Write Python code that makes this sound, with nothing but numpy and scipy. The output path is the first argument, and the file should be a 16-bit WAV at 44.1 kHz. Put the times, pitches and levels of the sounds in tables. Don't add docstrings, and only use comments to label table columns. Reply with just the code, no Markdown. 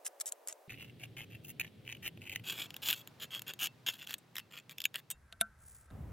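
import sys
import numpy as np
from scipy import signal
from scipy.fft import rfft, irfft
from scipy.io import wavfile
from scipy.ndimage import uniform_filter1d

SR = 44100
rng = np.random.default_rng(int(sys.argv[2]) if len(sys.argv) > 2 else 0)


def generate_wav(sig):
    pcm = np.round(np.clip(np.atleast_2d(sig).T, -1, 1) * 32767).astype(np.int16)
    wavfile.write(sys.argv[1], SR, pcm)


N = 269892
SIZE = 4096
HZ = np.fft.rfftfreq(SIZE, 1 / SR)
SCENES = [0, .678, 2.435, 5.145, 5.91, 6.2]
# (frequency [Hz], level [dB], t60 [s])
CUP_MODES = [(212, -32.5, 0.17), (681, -19, 0.063), (1369, -21.5, 0.15), (1530, -19, 0.14),
             (3670, -21, 0.027)]


def cutting():
    # (frequency [Hz], level over the stroke [dB], t60 [s])
    after_ring = [(2680, -18, 0.14), (4360, -26, .09)]
    # (time [s], slip rate [1/s])
    slip_rates = [(.4, 860), (.7, 300), (1.17, 137), (1.85, 100), (2.02, 513), (2.21, 176), (2.45, 1100),
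                  (3.6, 890), (4.07, 250)]
    out = np.zeros((2, N))
    for start, length, rise, db, bright in strokes():
        crest, end = start + rise * length, start + length
        t = np.arange(start, end, 1 / SR)
        rub = friction(len(t), rate=np.interp(start, *np.transpose(slip_rates)))
        push = gain_of(-12 * np.interp(t, [start, crest, end], [1, 0, 1]) ** 1.5)
        bite = 0.5 * np.exp((start - t) / 0.0023 + (start - crest) / 0.043)
        knots = np.arange(start, end, .004)
        catch = gain_of(1.5 * np.interp(t, knots, rng.standard_normal(len(knots))))
        drive = unit_rms((push + bite) * catch * rub) * np.sqrt(np.mean(push ** 2))
        response = wall(start, bright, tail_db=-4, t60=0.019)
        add(out, start, gain_of(db) * signal.fftconvolve(response, drive[None], axes=1))
        if start > SCENES[2]:
            add(out, end, gain_of(db) * ring(after_ring))
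    return out


def strokes():
    # (start [s], length [s], level [dB], tilt [dB/octave])
    pushes = [(.048, 0.032, -37.5, -1.5), (0.997, 0.067, -48, -0.5), (1.3, .07, -55, .5),
              (1.437, 0.081, -47.5, 6.5), (1.85, 0.12, -52, 0.5), (2.024, 0.065, -42, 2),
              (2.21, 0.19, -47.5, 1), (2.439, 0.11, -42.5, -2), (2.536, 0.13, -42.5, -2),
              (2.82, 0.11, -36, 0), (3.199, 0.058, -43.5, -2.5), (3.306, 0.081, -45, -2.5),
              (3.466, 0.055, -43.5, -4), (3.591, 0.084, -35, 0), (3.978, 0.072, -52.5, -2),
              (4.068, 0.068, -47, -1.5), (4.509, 0.099, -51, -3), (4.695, 0.035, -49, -1)]
    # (start [s], rip [s], coast [s], level [dB], tilt [dB/octave])
    rips = [(.207, 0.011, 0, -32.5, -.5), (.258, .04, 0, -40, 0.5), (.484, .03, 0.0049, -45.5, -5),
            (.695, 0.058, 0.15, -46, -.5), (1.167, 0.077, 0.0023, -47, 0), (1.598, .022, 0.069, -35.5, 2.5),
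            (2.93, 0.016, 0.076, -37, -1), (3.864, .048, 0.059, -35, -2), (4.355, 0.056, 0, -43, 0),
            (4.943, 0.023, 0.039, -41, -7.5)]
    push_rise, rip_rise, coast_rise, coast_db = .63, .25, .3, -52
    moves = [(start, length, push_rise, db, bright) for start, length, db, bright in pushes]
    for start, length, coast, db, bright in rips:
        moves.append((start, length, rip_rise, db, bright))
        if coast > 0:
            moves.append((start + length, coast, coast_rise, coast_db, 0))
    return moves


def friction(size, rate):
    waits = rng.gamma(2, 1 / 2, 600)
    kicks = gain_of(3 * np.clip(rng.standard_normal(len(waits)), -2, 2))
    kicks *= rng.choice([-1, 1], len(waits))
    at = ((np.cumsum(waits) - waits[0]) * SR / rate).astype(int)
    slips = np.zeros(size)
    slips[at[at < size]] = kicks[at < size]
    skid_shape = signal.windows.hann(round(.8 * SR / rate)) ** 2
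    skid = signal.fftconvolve(abs(slips), skid_shape, "same") * rng.standard_normal(size)
    return .6 * unit_rms(slips) + unit_rms(skid) + 0.27 * rng.standard_normal(size)


def wall(s, bright, tail_db, t60, bass_db=0):
    # (frequency [Hz], level [dB])
    pierced = [(300, -44), (1200, -17), (4200, -11), (6000, -4.5), (7600, 3), (9500, -0.5), (11000, 1.5),
               (15000, -12)]
    sawn = [(800, -13), (1200, -19.5), (1950, -5), (2700, 4), (3600, -13), (5400, -22), (7000, -16),
            (8100, -24), (11300, -14), (14500, -15), (16000, -21)]
    loose = [(60, -36), (300, -16.5), (1100, -17), (1650, -7.5), (1950, -15), (2700, -.5), (3350, 1.5),
             (3950, -10.5), (5450, -12), (6100, -19), (6950, -7.5), (8200, -16), (9800, -18.5),
             (10700, -11.5), (12300, -13), (13700, -4.5), (16000, -17.5)]
    # (time [s], slack [0-1])
    slackness = [(3.7, 0), (4.35, .6), (4.85, .05)]
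    # (time [s], boost [dB])
    flap = [(3.7, 1.5), (4.35, 9), (4.85, -0.5), (4.95, 12)]
    # (frequency [Hz], level [dB], t60 [s])
    rim_modes = [(3317, -26.5, 0.04), (3690, -31, 0.065), (6820, -30, 0.043)]
    stiffness = 1 + .02 * rng.uniform(-1, 1)
    colour = read_curve(pierced if s < SCENES[1] else sawn if s < SCENES[2] else loose, HZ / stiffness)
    slack = np.interp(s, *np.transpose(slackness))
    colour = (1 - slack) * colour + slack * uniform_filter1d(colour, size=200)
    ripple = uniform_filter1d(rng.standard_normal(len(HZ)), 36)
    grip_db = 1.7 * unit_rms(uniform_filter1d(ripple, 24))
    tilt_db = bright * np.log2(np.maximum(HZ, 1500) / 4000)
    shelf_db = bass_db / (1 + (HZ / 1300) ** 6)
    flap_db = np.interp(s, *np.transpose(flap)) * np.exp(-((HZ - 1950) / 300) ** 2)
    pulse = bending_wave(colour + grip_db + tilt_db + shelf_db + flap_db, lag_s=.0007)
    if s > SCENES[2]:
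        rim = ring([(hz * stiffness, db, decay) for hz, db, decay in rim_modes], size=SIZE)
        pulse = pulse + (1 - slack) * abs(pulse).max() * rim
    return shimmer(pulse, tail_db, t60, width=.6 if s < SCENES[2] else .2)


def bending_wave(colour_db, lag_s):
    slowness = np.sqrt(3000 / (HZ + 500))
    delay = lag_s * (slowness - slowness[-1])
    phase = 2 * np.pi * np.cumsum(delay) * HZ[1]
    chirp = irfft(rfft(click(colour_db)) * np.exp(-1j * phase))
    return chirp * (np.arange(SIZE) < SIZE / 2)


def shimmer(pulse, tail_db, t60, width):
    t = np.arange(SIZE) / SR
    mid, side = rng.standard_normal((2, SIZE)) * gain_of(-60 * t / t60) * (1 - np.exp(-t / 0.0009))
    tail = gain_of(tail_db) * (mid + width * side * np.array([[1], [-1]])) / np.linalg.norm(mid)
    tail[:, 0] = 1
    return signal.fftconvolve(tail, pulse[None], axes=1)[:, :SIZE]


def snaps():
    # (time [s], relative level [dB])
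    buckles = [(0.2001, -25.5), (0.3216, -21), (.474, -24.5), (0.4843, -23.5), (0.5256, -29), (1.1687, -37),
               (1.5962, -24.5), (1.6119, -21), (1.8765, -28), (1.891, -31), (1.925, -26.5), (2.0601, -28.5),
               (2.0771, -22), (2.174, -39), (2.359, -19.5), (2.4853, -27), (2.4977, -24), (2.524, -26.5),
               (2.705, -31.5), (2.742, -31), (2.765, -28.5), (2.8865, -15), (2.8897, -18.5), (2.9024, -16),
               (2.9084, -16.5), (2.928, -16), (3.074, -33), (3.3484, -27), (3.3934, -29), (3.4193, -29.5),
               (3.4802, -28), (3.5361, -31), (3.6702, -23), (4.0717, -29), (4.108, -28), (4.1298, -32),
               (4.1402, -20), (4.3555, -29), (4.383, -28), (4.7827, -27), (4.8032, -25), (4.8175, -27.5),
               (4.8403, -23.5), (4.8537, -10), (4.9426, -28.5), (4.957, -20)]
    out = np.zeros((2, N))
    for s, db in buckles:
        response = wall(s, bright=-.6, tail_db=-12, t60=0.026, bass_db=-.7 * (db + 30.5))
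        add(out, s - SIZE / 8 / SR + 0.00074, gain_of(db + 10) * scuffed_blow(response))
    return out


def scuffed_blow(response):
    t = np.arange(-SIZE // 8, SIZE // 8) / SR
    envelope = 0.25 * np.exp(-abs(t) / 0.00043) + 0.023 * np.exp(-abs(t) / 0.0032)
    force = envelope * rng.standard_normal(len(t)) + (t == 0)
    sound = signal.fftconvolve(response, force[None], axes=1)
    return sound / np.linalg.norm(sound[0])


def clinks():
    # (time [s], relative level [dB])
    flicks = [(5.1023, -37.5), (5.1112, -35.5), (4.182, -55.5)]
    # (frequency [Hz], level [dB], t60 [s])
    blade_modes = [(2710, -14.5, .11), (3740, -8, 0.068), (5943, -8, 0.036), (7100, -8, 0.066),
                   (8100, 4.5, 0.035), (11200, 2, 0.03), (13500, -1, .02)]
    out = np.zeros((2, N))
    for s, db in flicks:
        add(out, s, gain_of(db - 2.5) * ring(blade_modes, size=SIZE))
        add(out, s, gain_of(db + 5.5) * wall(s, bright=4, tail_db=15.5, t60=0.03))
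    return out


def knocks_and_tick():
    # (time [s], ring level [dB], crack level [dB])
    hits = [(5.326, -38, -24), (5.4122, -15.5, 1.5), (5.904, -40, -45)]
    # (frequency [Hz], level [dB])
    crack_colour = [(400, -40.5), (1200, -11.5), (2200, -3), (3700, 2.5), (5000, -13), (7200, -8.5),
                    (8900, -2), (10900, 4), (12800, -18), (16000, -26)]
    out = np.zeros((2, N))
    for s, ring_db, crack_db in hits:
        crack = shimmer(click(read_curve(crack_colour, HZ)), tail_db=-4.5, t60=0.019, width=0.22)
        add(out, s - SIZE / 8 / SR, gain_of(crack_db) * scuffed_blow(crack))
        add(out, s, gain_of(ring_db) * ring(CUP_MODES))
    return out


def slide():
    # (frequency [Hz], level [dB])
    hiss_colour = [(4000, -16), (7000, -2.5), (10000, 3.5)]
    start_s, end_s, level_db = 5.57, 5.88, -58
    colour_db = read_curve(hiss_colour, np.fft.rfftfreq(N, 1 / SR))
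    hiss = irfft(rfft(rng.standard_normal(N)) * gain_of(colour_db), N)
    flutter_db = 3.2 * wander(size=200)
    swell = np.sin(np.interp(np.arange(N) / SR, [start_s, end_s], [0, np.pi]))
    return unit_rms(hiss) * gain_of(level_db + flutter_db) * swell


def fingers():
    t = np.arange(N) / SR
    rub = signal.fftconvolve(rng.standard_normal(N), ring(CUP_MODES[2:4], size=250))[:N]
    level_db = -75 + 4 * wander(size=2500)
    return unit_rms(rub) * gain_of(level_db) * (t > SCENES[3])


def background():
    # (frequency [Hz], relative level [dB])
    colours = [
        [(130, -58), (330, -9), (600, 2.5), (1300, -13.5), (4000, -26), (14000, -26)],
        [(35, -33), (110, 6), (190, -4.5), (450, -13), (1050, -32), (3300, -26), (6500, -42)],
        [(45, -30.5), (120, 2), (300, -10), (1500, -20.5), (4000, -25.5), (9000, -36.5)],
        [(30, -11), (72, 4), (300, -22), (2000, -24), (2900, -36), (11000, -37.5), (15000, -48)],
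        [(30, -22), (75, 3), (350, -22.5), (1000, -29.5), (4500, -52)],
    ]
    # (start level [dB], end level [dB])
    scene_levels = [(-61, -62), (-55, -55.5), (-58, -66.5), (-63.5, -62.5), (-47, -47.5)]
    t, hz, out = np.arange(N) / SR, np.fft.rfftfreq(N, 1 / SR), np.zeros((2, N))
    mid, side = rfft(rng.standard_normal((2, N)))
    side = side * gain_of(read_curve([(50, -32), (250, -7)], hz))
    for start, end, colour, levels_db in zip(SCENES, SCENES[1:], colours, scene_levels):
        inside = (t >= start) & (t < end)
        noise = irfft(np.array([mid + side, mid - side]) * gain_of(read_curve(colour, hz)), N)
        level_db = np.interp(t[inside], [start, end], levels_db)
        out[:, inside] = unit_rms(noise[:, inside]) * gain_of(level_db)
    bass = signal.sosfiltfilt(signal.butter(2, 200, fs=SR, output="sos"), out)
    gust = gain_of(wander(size=3000))
    return out + bass * (gust - 1)


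def microphone_ports(x, lag):
    turn = np.exp(-1j * read_curve(lag, np.fft.rfftfreq(N, 1 / SR)))
    return np.array([x[0], irfft(rfft(x[1]) * turn, N)])


def click(colour_db):
    log_gain = np.log(gain_of(np.r_[colour_db, colour_db[-2:0:-1]]))
    pulse = np.fft.ifft(np.exp(np.conj(signal.hilbert(log_gain)))).real
    return pulse / np.linalg.norm(pulse)


def ring(modes, size=12000):
    t = np.arange(size) / SR
    return sum(gain_of(db - 60 * t / t60) * np.sin(2 * np.pi * hz * t) for hz, db, t60 in modes)


def wander(size):
    return unit_rms(uniform_filter1d(rng.standard_normal(N), size))


def gain_of(db):
    return 10 ** (np.asarray(db) / 20)


def unit_rms(x):
    return x / np.sqrt(np.mean(x ** 2) + 1e-20)


def read_curve(points, hz):
    f, value = np.transpose(points)
    return np.interp(np.log(hz + 1), np.log(f + 1), value)


def add(mix, s, sound):
    part = mix[:, max(round(s * SR), 0):][:, :sound.shape[-1]]
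    part += sound[..., :part.shape[1]]


def scene():
    # (frequency [Hz], right lag [rad])
    port_lags = [
        [(3800, 0), (11000, 2.5)],
        [(2800, 0), (5800, 4)],
        [(9000, 0), (9700, -1.6), (10400, -6)],
        [(6500, 0), (12500, -3)],
    ]
    t = np.arange(N) / SR
    can = cutting() + snaps() + clinks() + knocks_and_tick() + slide() + fingers()
    heard = sum(microphone_ports(can * ((t >= start) & (t < end)), lag)
                for start, end, lag in zip(SCENES, SCENES[1:], port_lags))
    return heard * gain_of([[.25], [-.25]]) + background()


def record(dry):
    low_pass = signal.firwin(255, 16100, window=("kaiser", 8), fs=SR)
    return signal.oaconvolve(dry, low_pass[None], "same")


dry = scene()
out = record(dry)
generate_wav(out)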